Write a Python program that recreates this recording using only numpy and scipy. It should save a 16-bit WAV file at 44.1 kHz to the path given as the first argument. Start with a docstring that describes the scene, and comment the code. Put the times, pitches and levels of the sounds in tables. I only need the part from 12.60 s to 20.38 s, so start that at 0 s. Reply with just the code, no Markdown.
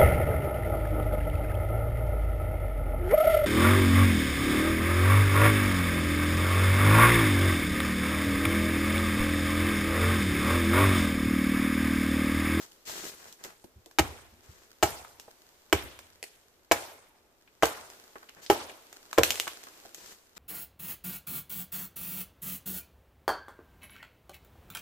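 """Felling a dead pine

In snowy woods a hatchet strikes seven times, then the stem breaks in a run of dry cracks.
Each chop is three impacts (edge bites, wedge jams, head rocks) that excite decaying modes of the trunk
and its notch, tear fibres as showers of clicks, and shake the ground as a low damped swell.
Boots, twigs and bumps are filtered grains; the trees scatter the wood, boots and ground into a long tail."""
import sys
import numpy as np
from scipy import signal
from scipy.fft import rfft, irfft, next_fast_len
from scipy.io import wavfile

SR = 44100
rng = np.random.default_rng(int(sys.argv[2]) if len(sys.argv) > 2 else 0)


def transcribe(signal):
    """Save signal, clipped to [-1, 1], as a 16-bit WAV file at the path in sys.argv[1]."""
    frames = np.atleast_2d(signal).T
    limited = np.clip(frames, -1, 1)
    pcm = np.round(limited * 32767).astype(np.int16)
    wavfile.write(sys.argv[1], SR, pcm)


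N = 343098


def from_db(db):
    """Decibel law: a level in dB becomes an amplitude ratio."""
    return 10 ** (np.asarray(db) / 20)


def rms_one(x):
    """Power normalisation: the mean square becomes one."""
    return x / np.sqrt(np.mean(x ** 2) + 1e-20)


def unit_energy(x):
    """Energy normalisation: the squares of each channel sum to one."""
    return x / np.sqrt(np.sum(x ** 2, axis=-1, keepdims=True) + 1e-20)


def seconds(length):
    """Sampled time, from zero up to the length in seconds."""
    return np.arange(int(length * SR)) / SR


def fade(t, t60):
    """Exponential decay by 60 dB in t60 seconds."""
    return np.exp(-np.log(1000) * t / t60)


def add(out, start, sound):
    """Superposition: a sound is summed in from its start in seconds."""
    i = max(round(start * SR), 0)
    out[:, i:i + sound.shape[-1]] += sound[..., :N - i]


def colour(x, points):
    """Minimum-phase filtering: a causal response through (Hz, dB) points, by folding the cepstrum."""
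    n = 2 * next_fast_len(x.shape[-1] // 2 + 1024)
    hz, db = np.transpose(points)
    bin_hz = np.arange(n // 2 + 1) * SR / n
    gain_db = np.interp(np.log(bin_hz + 1), np.log(hz), db)
    cepstrum = irfft(np.log(from_db(gain_db)))
    cepstrum[1:n // 2] *= 2
    cepstrum[n // 2 + 1:] = 0
    return irfft(rfft(x, n) * np.exp(rfft(cepstrum)))[..., :x.shape[-1]]


def grains(n, spread_db):
    """Granular noise: two unrelated streams of tiny clicks of uneven size."""
    size_db = spread_db * np.minimum(rng.exponential(1, (2, n)), 5)
    return rms_one(rng.standard_normal((2, n)) * from_db(size_db))


# Share of sound that differs between the ears. Each row: frequency in Hz, side gain in dB.
EAR_DIFFERENCE = [(100, -5), (300, -9), (650, -6), (1400, 0.5), (4000, 0), (14000, 0.5)]


def diffuse(pair):
    """Interaural coherence: the ears hear alike in the bass and differently in the treble."""
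    side = colour(pair[1], EAR_DIFFERENCE)
    return rms_one(np.array([pair[0] + side, pair[0] - side]))


# Grainy crunch of packing snow. Each row: frequency in Hz, filter gain in dB.
CRUNCH_SPECTRUM = [(80, -8.5), (200, -0.5), (400, -0.5), (900, -3), (1800, -4.5), (3000, -16.5),
                   (8000, -40)]
# Hiss of snow crust and cloth. Each row: frequency in Hz, filter gain in dB.
HISS_SPECTRUM = [(800, -7.5), (2500, -1), (4500, 1), (7500, 2), (9500, -9), (14000, -4.5)]
# Boots scuff and clothes brush. Each row: start in seconds, length in seconds,
# crunch level in dB, hiss level in dB.
SCUFFS = [(-.02, 0.077, -52.5, -48.5), (0.25, 0.078, -49, -41), (0.305, 0.2, -49, -45),
          (0.514, 0.23, -58.5, -56.5), (0.781, 0.16, -57.5, -64), (0.828, 0.055, -51, -55),
          (1.815, 0.26, -64, -63), (5.758, 0.064, -52, -66), (5.813, 0.041, -60, -48),
          (7.361, 0.18, -59, -52), (7.755, .06, -48, -47.5)]


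def boots(edge_s, left_db):
    """Granular friction: snow packs with a sparse crunch while its crust and the cloth hiss."""
    out, t = np.zeros((2, N)), np.arange(N) / SR
    slips = np.interp(t, np.linspace(0, N / SR, 550), rng.standard_normal(550))
    surge = from_db(2.0 * slips)
    sparse = grains(N, spread_db=2.5) * (rng.random(N) < .03)
    crunch = rms_one(colour(diffuse(sparse), CRUNCH_SPECTRUM) * surge)
    hiss = rms_one(colour(diffuse(grains(N, spread_db=4.0)), HISS_SPECTRUM) * surge)
    hiss = hiss * from_db([[left_db], [-left_db]])
    for start, length, crunch_db, hiss_db in SCUFFS:
        press = np.clip((t - start) / edge_s, 0, 1)
        release = np.exp(-np.clip((t - start - length) / edge_s + 1, 0, 20))
        out += press * release * (from_db(crunch_db) * crunch + from_db(hiss_db) * hiss)
    return out


# Effort of the shifting stance, joined by straight lines. 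Each row: time in seconds, level in dB.
STANCE = [(0, -59), (1.1, -67), (2.0, -62), (2.9, -59.5), (3.8, -65.5), (4.7, -74), (5.35, -54),
          (5.7, -59.5), (6.45, -56), (7.2, -52), (7.75, -65.5)]
# Colour of needles and twigs. Each row: frequency in Hz, filter gain in dB.
LITTER_SPECTRUM = [(100, -15), (350, 5.5), (900, -0.5), (2500, -5.5), (7500, -5.5), (9500, -12),
                   (14000, -7)]
TWIGS_PER_S, TWIG_SPREAD_DB = 55, 2.5
RUSTLE_DB = 2.0   # even rustle relative to the ticks


def litter(tick_t60):
    """Random impulses: tiny twigs tick over rustling needles as the weight moves from boot to boot."""
    sizes = rng.standard_normal(N) * from_db(TWIG_SPREAD_DB * np.minimum(rng.exponential(1, N), 3))
    clicks = sizes * (rng.random(N) < TWIGS_PER_S / SR)
    t = seconds(.03)
    tick = diffuse(grains(len(t), spread_db=6.0)) * fade(t, tick_t60)
    ticks = rms_one(signal.fftconvolve(clicks[None], tick, axes=-1)[:, :N])
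    rustle = diffuse(grains(N, spread_db=-1.5))
    effort = from_db(np.interp(np.arange(N) / SR, *np.transpose(STANCE)))
    return effort * rms_one(colour(ticks + from_db(RUSTLE_DB) * rustle, LITTER_SPECTRUM))


# Colour of the still winter air. Each row: frequency in Hz, filter gain in dB.
AIR_SPECTRUM = [(25, -4), (80, -4), (150, -11), (400, -4), (900, -12), (2500, -20.5), (7500, -26),
                (9500, -29.5), (14000, -23)]


def winter_air(level_db):
    """Stationary noise: a steady, diffuse background with a falling spectrum."""
    noise = diffuse(rng.standard_normal((2, N)))
    return from_db(level_db) * rms_one(colour(noise, AIR_SPECTRUM))


# Early scattering by ground and nearby stems. Each row: frequency in Hz, gain in dB.
NEAR_SCATTER = [(100, -10), (400, -5), (1200, -9.5), (3000, -7.5), (8000, -4), (14000, -2)]
# Late scattering by farther trunks. Each row: frequency in Hz, gain in dB.
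FAR_SCATTER = [(70, -10.5), (200, -22.5), (500, -15.5), (1000, -14.5), (2500, -12), (7000, -9.5),
               (14000, -7.5)]


def forest(x, near_t60, far_t60, treble_t60, deep_t60, deep_db, low_patchy_db, high_patchy_db):
    """Multiple scattering: near stems answer at once; farther echoes add in power to a grainy tail."""
    t = seconds(.25)
    near_rise = 1 - np.exp(-t / 0.00027)
    near = unit_energy(diffuse(grains(len(t), spread_db=4.5)) * fade(t, near_t60) * near_rise)
    out = signal.fftconvolve(x, colour(near, NEAR_SCATTER), axes=-1)[:, :N]
    t, edges = seconds(2), np.geomspace(60, 15000, 13)
    far_rise = 1 - np.exp(-t / 0.0092)
    echoes = [diffuse(grains(N, spread_db=3.5)) for _ in range(2)]   # alternate between bands
    far_hz, far_db = np.transpose(FAR_SCATTER)
    for k, band in enumerate(zip(edges, edges[1:])):
        sos = signal.butter(2, band, "band", fs=SR, output="sos")
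        hz = np.sqrt(np.prod(band))
        t60 = np.interp(hz, [1000, 6000], [far_t60, treble_t60])
        tail = fade(t, t60) + from_db(deep_db) * fade(t, deep_t60)
        decay = unit_energy(tail * far_rise) ** 2
        power = signal.fftconvolve(np.mean(signal.sosfilt(sos, x) ** 2, axis=0), decay)[:N]
        # trunks stand in clumps, so the echoes come in patches
        clumps = np.interp(np.arange(N) / SR, np.linspace(0, N / SR, 500), rng.standard_normal(500))
        patchy_db = np.interp(hz, [1000, 4000], [low_patchy_db, high_patchy_db])
        gain = from_db(np.interp(np.log(hz), np.log(far_hz), far_db) + patchy_db * clumps)
        out += gain * np.sqrt(np.abs(power)) * rms_one(signal.sosfilt(sos, echoes[k % 2]))
    return out


# Colour of parting fibres. Each row: frequency in Hz, filter gain in dB.
TEAR_SPECTRUM = [(100, -19), (300, 7), (700, 11), (1500, 5), (3000, 1.5), (4600, -0.5), (6300, 1.5),
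                 (7800, 0.5), (9500, -9), (14000, -3.5)]


def tearing(t, t60, first_db, spread):
    """Brittle fracture: a fibre bundle parts with a click and a fast-dying shower of smaller ones."""
    mid, side = unit_energy(grains(len(t), spread_db=5.0) * fade(t, t60))
    mid = unit_energy(mid + from_db(first_db) * (t == 0))
    side = colour(side, EAR_DIFFERENCE)
    return colour(unit_energy(np.array([mid + spread * side, mid - spread * side])), TEAR_SPECTRUM)


def fracture_colour(crack, db, body_db):
    """Spectral balance: sets the knock, body and top of a break; body_db is relative to the top."""
    return colour(crack, [(450, db + body_db - 7), (1500, db + body_db), (3000, db)])


# Fibres and twigs snap. Each row: start in seconds, gain in dB from 3000 Hz up (before the common gain),
# body at 1500 Hz in dB relative to that top.
SNAPS = [ (0.119, -48, -37), (0.726, -41.5, -47), (0.839, -34, -28), (0.848, -37.5, -3), (1.26, -45.5, -10),
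         (1.312, -50, 1.5), (2.598, -38.5, -8), (3.390, -41.5, 3), (5.301, -43, -4), (5.0555, -23.5, 0),
         (6.328, -41, -3), (6.5299, -31.5, 5.5), (7.037, -40, -6), (7.346, -35.5, -9)]


def snaps(level_db):
    """Impulsive release: dry fibres break too briefly to ring the trunk."""
    out, t = np.zeros((2, N)), seconds(.05)
    for start, db, body_db in SNAPS:
        crack = tearing(t, t60=0.015, first_db=-5.5, spread=0.87)
        add(out, start, fracture_colour(crack, db, body_db))
    return from_db(level_db) * out


# Dull bumps of boots, handle and loose wood. Each row: start in seconds,
# energy level in dB (before the common gain), centre frequency in Hz.
BUMPS = [(0.294, -41.5, 910), (0.438, -47, 378), (0.655, -52, 845), (0.849, -47, 500), (1.041, -45.5, 300),
         (1.262, -51.5, 440), (2.447, -45, 1260), (2.679, -48, 680), (4.876, -58.5, 2360),
         (5.556, -42, 1140), (5.557, -48.5, 423), (5.628, -50, 1340), (5.689, -49, 2650),
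         (5.863, -43, 4330), (6.096, -45, 2470), (6.87, -34.5, 1150), (7.070, -46, 1290),
         (7.253, -47.5, 650)]


def bumps(t60, level_db):
    """Damped contact: soft, slightly scraping touches, each around one broad resonance."""
    out, t = np.zeros((2, N)), seconds(.1)
    for start, db, hz in BUMPS:
        touch = diffuse(grains(len(t), spread_db=5.5)) * fade(t, t60)
        touch = colour(touch, [(hz / 4, -18), (hz, 0), (hz * 1.24, -6), (hz * 5, -40)])
        add(out, start, from_db(db + level_db) * unit_energy(touch))
    return out


# Heels press on the rooted ground. Each row: start in seconds, level in dB.
HEELS = [(1.155, -54), (1.72, -54), (1.885, -49.5)]
GROUND_LAG_S = 0.0012   # from the jam until the roots move


def thuds():
    """Impulse transfer: jams reach the roots after a short lag, and heels press too; rows of (s, dB)."""
    rows = [(start + sink_s + GROUND_LAG_S, shake_db) for start, _, sink_s, *_, shake_db in CHOPS]
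    return rows + list(HEELS)


def ground(hz, swell_s, shake_db):
    """Damped oscillation: the root plate swells into a few slow cycles and the soil shudders with it."""
    out, t = np.zeros((2, N)), seconds(.3)
    swell = t / swell_s * np.exp(1 - t / swell_s)
    for start, db in thuds():
        noise = rng.standard_normal(len(t))
        soil = rms_one(colour(noise, [(35, -34), (70, 2.5), (140, -6.0), (260, -10.5), (900, -67.5)]))
        roots = np.sin(2 * np.pi * hz * t)
        add(out, start, from_db(db) * swell * (roots + from_db(shake_db) * soil))
    return out


# Hatchet blows. Each row: start in seconds, bite gain in dB at 1500 Hz, time until the wedge jams in seconds,
# jam gain in dB at 1500 Hz, knock at the lowest resonance in dB relative to the contact (first contact),
# splinter at 6000 Hz in dB relative to the bite, splinter at 6000 Hz in dB relative to the jam,
# low, middle and high notch resonance in Hz, treble thrown toward the trees in dB, ground shake in dB.
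CHOPS = [ (1.3863, -8, 0.006, -7.5, -9, -5, -3.5, 321, 950, 2290, -6, -27.5),
         (2.227, -10.5, .0046, -8, -5, -6.5, -4.5, 425.6, 777, 1280, -0.5, -34.5),
         (3.1273, -7.5, 0.0027, -17, 0.5, -6, -2, 405, 663, 2930, -2, -34),
         (4.1134, -2.5, .0058, -12, -3, -18, 3, 625, 1004, 1237, -3, -38.5),
         (5.025, -12, .0073, -5, -7, -10.5, -13.5, 459, 824, 1260, 4, -41.5),
         (5.8999, -6, .0081, -24, 7, -11, -39, 420, 586, 923, 5.5, -43),
         (6.578, -12.5, .0058, -6.5, -4, -15.5, -6, 534, 595, 1100, -5.5, -34)]
# After the jam the head rocks once, weaker than the jam.
ROCK_S, ROCK_LOSS_DB, ROCK_SPLINTER_DB = 0.0065, 16.5, -11
DEPTH_KNOCK_DB = 9.5   # each contact lies deeper in the wood and knocks more


def contacts():
    """Successive impacts: bite, jam and rock as (s, knock dB, clack dB, splinter dB, notch Hz, thrown dB)."""
    rows = []
    for (start, bite_db, sink_s, jam_db, knock_db, bite_splinter_db, jam_splinter_db,
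         *notch_hz, thrown_db, _) in CHOPS:
        bite = (start, bite_db, bite_splinter_db)
        jam = (start + sink_s, jam_db, jam_splinter_db)
        rock = (start + sink_s + ROCK_S, jam_db - ROCK_LOSS_DB, ROCK_SPLINTER_DB)
        for depth, (at, db, splinter_db) in enumerate([bite, jam, rock]):
            deep_knock_db = db + knock_db + depth * DEPTH_KNOCK_DB
            rows.append((at, deep_knock_db, db, db + splinter_db, notch_hz, thrown_db))
    return rows


# Trunk modes. Each row: frequency in Hz, level in dB (before random variation and the common gain),
# decay time t60 in seconds.
TRUNK_MODES = [(146.3, -22.5, 0.08), (300, -2, 0.036), (446.4, -10, 0.054), (650, -10, 0.036),
               (824, -7.5, 0.13), (1100, -12.5, 0.039), (1287, -8.5, 0.087), (1552, -1, 0.024),
               (1858, -8, .05), (2265, -4.5, 0.046), (2510, -12.5, 0.031), (2932, -1.5, .033)]
# Low, middle and high notch resonance: level in dB for a frequency of 1000 Hz, rising with frequency.
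NOTCH_DB = [-7.5, -7.5, -12.5]
NOTCH_CYCLES = 19   # cycles until a notch resonance has fallen 60 dB
BASS_CUT_DB = -8   # an octave under the lowest resonance, relative to the knock


def chops(tear_db, tear_bass_db, ring_db, vary_db):
    """Modal excitation: contacts ring trunk and notch and tear fibres; gives direct and thrown sound."""
    direct, thrown, t = np.zeros((2, N)), np.zeros((2, N)), seconds(.2)
    hz, mode_db, t60 = np.transpose(TRUNK_MODES)[:, :, None]
    for start, knock_db, clack_db, splinter_db, notch_hz, thrown_db in contacts():
        strength = from_db(mode_db + vary_db * rng.standard_normal(hz.shape))
        # each mode radiates its own way, reaching the ears out of step
        lag = .00003 * rng.standard_normal((2, len(hz), 1))
        modes = strength * fade(t, t60) * np.cos(2 * np.pi * hz * (t - lag))
        wood = colour(np.sum(modes, axis=1), [(40, -9.0), (200, 1.0), (5000, 1.5), (12000, -5.5)])
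        # the notch changes shape with every blow
        notch = np.zeros(len(t))
        for f, db in zip(notch_hz, NOTCH_DB):
            notch += from_db(db) * f / 1000 * fade(t, NOTCH_CYCLES / f) * np.sin(2 * np.pi * f * t)
        fibres = tearing(t, t60=0.031, first_db=-18.5, spread=0.67)
        fibres = colour(fibres, [(600, tear_bass_db), (2000, 0)])
        blow = from_db(tear_db) * fibres + from_db(ring_db) * wood + notch
        # the angle of the edge sets the balance of knock and splinter
        low_hz = notch_hz[0]
        blow = colour(blow, [(low_hz / 2, knock_db + BASS_CUT_DB), (low_hz, knock_db),
                             (1500, clack_db), (6000, splinter_db)])
        add(direct, start, blow)
        add(thrown, start, colour(blow, [(500, 0.0086), (6000, thrown_db)]))
    return direct, thrown


# The hatchet is prised out of the cut and knocks twice. Each row: start in seconds,
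# gain in dB up to 600 Hz, treble from 3000 Hz up in dB relative to that.
PRISES = [(3.6281, -1.5, -3.5), (3.6395, -4, -5.5)]
# Resonances of the head and handle. Each row: frequency in Hz, quality factor Q, gain in dB.
HATCHET_MODES = [(456, 3.3, 3.5), (645, 5.3, 0.5), (2274, 4, 4), (4570, 5.5, -4.5), (7200, 2.4, -7)]


def prising(t60):
    """Stick-slip: the blade slips in the wood with a short rasp that rings its head and handle."""
    out, t = np.zeros((2, N)), seconds(.08)
    for start, db, treble_db in PRISES:
        rasp = unit_energy(diffuse(grains(len(t), spread_db=2.0)) * fade(t, t60))
        slip = unit_energy(rasp + (t == 0))
        knock = np.zeros((2, len(t)))
        for hz, q, gain_db in HATCHET_MODES:
            knock += from_db(gain_db) * signal.lfilter(*signal.iirpeak(hz, q, fs=SR), slip)
        add(out, start, colour(knock, [(600, db), (3000, db + treble_db)]))
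    return out


# Strands of the hinge break as the stem leans over. Each row: start in seconds,
# gain in dB from 3000 Hz up (before the common gain), body at 1500 Hz in dB relative to that top,
# shower of small fibres in dB relative to the pulse.
CRACKS = [(6.6339, -14, -0.5, -0.5), (6.6958, -37, -8, -12), (6.706, -16.5, -10.5, -6.5),
          (6.7217, -33.5, -3.5, -19.5), (6.7442, -38, -6, -9), (6.7568, -32, -9, -18), (6.7745, -46, 8, 6),
          (6.7993, -19.5, -6.5, -9), (6.8775, -40.5, 1, 12.5)]


def cracks(level_db, ring_hz, ring_q, ring_db):
    """Sudden stress release: a strand parts in one hard pulse, its stub rings and small fibres follow."""
    out, t = np.zeros((2, N)), seconds(.05)
    for start, db, body_db, shower_db in CRACKS:
        pulse = colour(1.0 * (t == 0), TEAR_SPECTRUM)
        shower = tearing(t, t60=0.026, first_db=-26, spread=0.98)
        crack = pulse + from_db(shower_db) * shower
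        stub = signal.lfilter(*signal.iirpeak(ring_hz, ring_q, fs=SR), crack)
        crack = from_db(ring_db) * stub - crack
        add(out, start, fracture_colour(crack, db, body_db))
    return from_db(level_db) * out


def scene():
    """Superposition: wood and steps sound among the trees, over still winter air."""
    blows, thrown = chops(tear_db=18.0, tear_bass_db=0.5, ring_db=-15.0, vary_db=2.5)
    wood = snaps(level_db=22.5) + bumps(t60=0.051, level_db=25.5) + prising(t60=0.017)
    wood += cracks(level_db=20.5, ring_hz=2900, ring_q=2.3, ring_db=10)
    near = wood + ground(hz=76.0, swell_s=0.013, shake_db=-2.5) + boots(edge_s=0.02, left_db=2.0)
    trees = forest(near + thrown, near_t60=0.15, far_t60=0.62, treble_t60=0.68, deep_t60=2.5,
                   deep_db=-28.0, low_patchy_db=2.5, high_patchy_db=3.0)
    return blows + near + trees + litter(tick_t60=0.0072) + winter_air(level_db=-66.5)


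def record(dry):
    """Saturation and band-limiting: peaks are rounded and the top is cut above 14600 Hz."""
    low_pass = signal.ellip(10, .2, 70, 14600, fs=SR, output="sos")
    return signal.sosfilt(low_pass, np.tanh(dry))


dry = scene()
out = record(dry)
transcribe(out)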